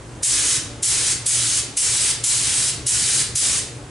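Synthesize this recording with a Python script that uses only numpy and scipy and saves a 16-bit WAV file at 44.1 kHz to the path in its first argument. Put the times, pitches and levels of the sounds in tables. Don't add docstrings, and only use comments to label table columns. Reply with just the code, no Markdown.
import sys
import numpy as np
from scipy import signal
from scipy.io import wavfile
from scipy.ndimage import uniform_filter1d

SR = 44100
rng = np.random.default_rng(int(sys.argv[2]) if len(sys.argv) > 2 else 0)


def nominal_scale(level):
    x = np.asarray(level, float) / 20
    return 10 ** x


def wrap_up_sound(samples):
    columns = np.atleast_2d(samples).T
    tamed = np.clip(columns, -1, 1)
    steps = np.round(tamed * 32767).astype(np.int16)
    wavfile.write(sys.argv[1], SR, steps)


N = 171990

# (frequency [Hz], left-right likeness [0..1])
BACKGROUND_LIKENESS = [(60, 1.0), (170, 0.94), (490, 0.85), (1380, 0.52), (3930, 0.67), (11200, 0.71)]


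def evened(x):
    return x / np.sqrt(np.mean(x ** 2) + 1e-20)


def read(points, hz):
    f, value = np.transpose(points)
    return np.interp(np.log(hz + 1), np.log(f + 1), value)


def noise(colour, likeness, patchy_db, flicker_db, size):
    hop = size // 4
    frames, hz = N // hop + 5, np.fft.rfftfreq(size, 1 / SR)
    a, b, c, d, patches, flicker = rng.standard_normal((frames, len(hz), 6)).T
    patches = uniform_filter1d(patches, size=6, axis=0)
    patches = evened(uniform_filter1d(patches, size=12, axis=1))
    flicker = evened(uniform_filter1d(flicker, size=60, axis=0))

    same = np.clip(read(likeness, hz), -1, 1)[:, None]
    left, other = a + 1j * b, c + 1j * d
    right = same * left + np.sqrt(1 - same ** 2) * other

    below = 12 * np.minimum(np.log2((hz + 1) / colour[0][0]), 0)
    level_db = (read(colour, hz) + below)[:, None] + patchy_db * patches + flicker_db * flicker
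    spectra = np.array([left, right]) * nominal_scale(level_db)
    return evened(signal.istft(spectra, nperseg=size, noverlap=size - hop)[1][:, :N])


def fuzzy(hz, width):
    r, t = np.exp(-np.pi * width / SR), np.arange(N) / SR
    z = rng.standard_normal(N + SR) + 1j * rng.standard_normal(N + SR)
    slow = signal.lfilter([1], [1, -2 * r, r * r], z)[SR:]
    return evened((slow * np.exp(2j * np.pi * hz * t)).real)


def valve(t, opened, shut):
    open_s, open_db, shut_s = .015, 44, .012
    opening = nominal_scale(open_db * (np.minimum((t - opened) / open_s, 1) - 1))
    closing = np.clip(1 - (t - shut) / shut_s, 0, 1)
    return (t > opened) * opening * closing


def spray_gun():
    # (open [s], shut [s], jet level [dB], drift over the pull [dB])
    pulls = [
        (0.22, 0.569, -19.5, 0),
        (0.817, 1.127, -21, 1.5),
        (1.25, 1.6, -21, 0.5),
        (1.758, 2.113, -21.5, 3.5),
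        (2.227, 2.703, -20.5, -0.5),
        (2.854, 3.22, -21.5, 3.5),
        (3.344, 3.592, -20, -2),
    ]
    # (frequency [Hz], level [dB per Hz])
    jet_colour = [(350, -50), (600, -20.5), (875, -24), (1020, -19), (1480, -15), (5110, -6), (8020, -1.5),
                  (9160, -1), (11000, -6.5), (14300, -37), (22000, -120)]
    # (frequency [Hz], level [dB per Hz])
    surge_colour = [(530, -70), (900, -16.5), (1570, -19), (1910, -13), (4710, -4.5), (7390, 4.5),
                    (11000, 3.5), (14300, 6), (22000, -120)]
    # (frequency [Hz], left-right likeness [0..1])
    gun_likeness = [(700, 1), (1500, 0.98), (4000, 0.94), (8000, 0.97), (11000, .98)]
    surge_db, surge_hold_s, surge_sag_s = 12, .046, .018

    t, flow, surge = np.arange(N) / SR, np.zeros(N), np.zeros(N)
    for opened, shut, jet_db, drift_db in pulls:
        gate = valve(t, opened, shut)
        progress = np.clip((t - opened) / (shut - opened), 0, 1)
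        flow += gate * nominal_scale(jet_db + drift_db * progress ** 2)
        sag = np.exp(-np.maximum(t - opened - surge_hold_s, 0) / surge_sag_s)
        surge += gate * nominal_scale(jet_db + surge_db) * sag

    jet_hiss = flow * noise(jet_colour, gun_likeness, 1.2, 0.76, size=256)
    surge_hiss = surge * noise(surge_colour, gun_likeness, 1.2, 1.4, size=256)
    return jet_hiss + surge_hiss


def early_echoes():
    # (delay [s], left level [dB], right level [dB])
    bounces = [(.0013, -20, -21), (.0034, -21, -20), (.0059, -22, -23), (.0097, -23, -22),
               (.0141, -24, -24)]
    early = np.zeros((2, 1000))
    early[:, 0] = 1
    for s, left_db, right_db in bounces:
        early[:, round(s * SR)] = nominal_scale(left_db), nominal_scale(right_db)
    return early


def room_tail():
    # (frequency [Hz], time to fall 60 dB [s])
    decay = [(500, 0.86), (1500, 0.72), (4000, 0.53), (8000, 0.35), (11000, 0.29)]
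    # (frequency [Hz], left-right likeness [0..1])
    tail_likeness = [(1000, 0.55), (3000, 0.63), (8000, 0.74), (11000, 0.82)]
    far_db, far_t60_s = -28.5, 1.26

    taps = np.zeros((2, SR))
    at = np.arange(300, SR - 20, 20) + rng.integers(0, 20, (2, (SR - 301) // 20))
    np.put_along_axis(taps, at, rng.choice([-1., 1.], at.shape), 1)

    hz, lag, z = signal.stft(taps, SR, nperseg=256)
    same = np.clip(read(tail_likeness, hz), 0, 1)[:, None]
    z = np.array([z[0], same * z[0] + np.sqrt(1 - same ** 2) * z[1]])
    near_fall = nominal_scale(-60 * lag / read(decay, hz)[:, None])
    far_fall = nominal_scale(far_db - 60 * lag / far_t60_s)
    tail = signal.istft(z * (near_fall + far_fall), SR, nperseg=256)[1]
    return tail / np.linalg.norm(tail[0])


def garage(x):
    sway_s = .03
    room_db = -1.5
    reverb, t = np.zeros_like(x), np.arange(N) / SR
    for k in range(6):
        turn = np.sqrt(2 / 6) * np.cos(np.pi / 6 * (t / sway_s + k))
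        reverb += signal.fftconvolve(x * turn, room_tail(), axes=1)[:, :N]
    direct = signal.oaconvolve(x, early_echoes(), axes=1)[:, :N]
    return direct + nominal_scale(room_db) * reverb


def stroke_tones():
    # (multiple of the stroke rate, level [dB], width [Hz])
    strokes = [(1, -51, 4.8), (2, -46.5, 3.2), (4, -55.5, 7.4), (5, -52, 11), (6, -58, 14)]
    stroke_hz = 58.55
    return sum(nominal_scale(db) * fuzzy(k * stroke_hz, width) for k, db, width in strokes)


def room_booms():
    # (frequency [Hz], width [Hz], level [dB])
    modes = [(41, 3.3, -63), (83.2, 8, -67), (117.2, 24.3, -42.5), (132.4, 30, -46), (164, 6, -58.5),
             (210.2, 5.8, -61), (280, 17, -59), (325, 7.9, -59), (379, 9.9, -58.5), (413.3, 6.1, -55.5),
             (470.7, 18.5, -55), (514.5, 7.2, -60.5), (578.5, 13.5, -57)]
    side_db = -21
    centre = sum(nominal_scale(db) * fuzzy(hz, width) for hz, width, db in modes)
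    spread = sum(nominal_scale(db) * fuzzy(hz, width) for hz, width, db in modes[2:])
    return centre + nominal_scale(side_db) * np.array([[1], [-1]]) * spread


def compressor():
    # (frequency [Hz], level [dB per Hz])
    rumble_colour = [(15, -29), (25, -37.5), (107, 8.5), (146, -12.5), (356, -5.5), (1200, -26.5),
                     (1560, -55), (2640, -120)]
    # (time [s], level [dB])
    effort = [(0, 0.3), (.4, .1), (.75, 1.7), (1.1, -0.5), (1.5, -1.5), (1.9, -1.1), (2.3, -0.6),
              (2.7, -0.5), (3.0, -0.4), (3.3, 1.5), (3.6, 0), (3.9, -0.5)]
    rumble = nominal_scale(-40) * noise(rumble_colour, BACKGROUND_LIKENESS, 2.2, .8, size=1024)
    rumble = rumble * nominal_scale([[.4], [-.4]])
    load = nominal_scale(np.interp(np.arange(N) / SR, *np.transpose(effort)))
    return load * (rumble + stroke_tones() + room_booms())


def air_wash():
    # (frequency [Hz], level [dB per Hz])
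    air_colour = [(410, -39), (700, -5), (842, -5), (871, -6), (1020, -4.5), (1460, -7), (4530, -15.5),
                  (8250, -13.5), (11000, -19), (14300, -58), (22000, -120)]
    return nominal_scale(-44.5) * noise(air_colour, BACKGROUND_LIKENESS, 1.1, 0.34, size=512)


def scene():
    return nominal_scale(-1.0) * garage(spray_gun()) + compressor() + air_wash()


def limiter(x):
    knee_db, slope, recover_db_per_s = -16.5, .95, 380
    sense_s, lead_s = .003, .001
    r = np.exp(-1 / (sense_s * SR))
    power = signal.lfilter([1 - r], [1, -r], (x ** 2).mean(0))
    power_db = 10 * np.log10(power + 1e-12)
    fall = np.arange(N) * recover_db_per_s / SR
    held_db = np.maximum.accumulate(power_db + fall) - fall
    over_db = np.maximum(held_db - knee_db, 0)
    smooth_db = uniform_filter1d(over_db, size=150)
    return x / nominal_scale(slope * np.roll(smooth_db, -round(lead_s * SR)))


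def band_limit(x):
    return signal.sosfilt(signal.butter(12, 11780, fs=SR, output="sos"), x)


def record(dry):
    low_pass = signal.firwin(701, 11000, window=("kaiser", 9), fs=SR)
    mix = signal.oaconvolve(limiter(dry), low_pass[None], "same")
    return band_limit(mix)


dry = scene()
out = record(dry)
wrap_up_sound(out)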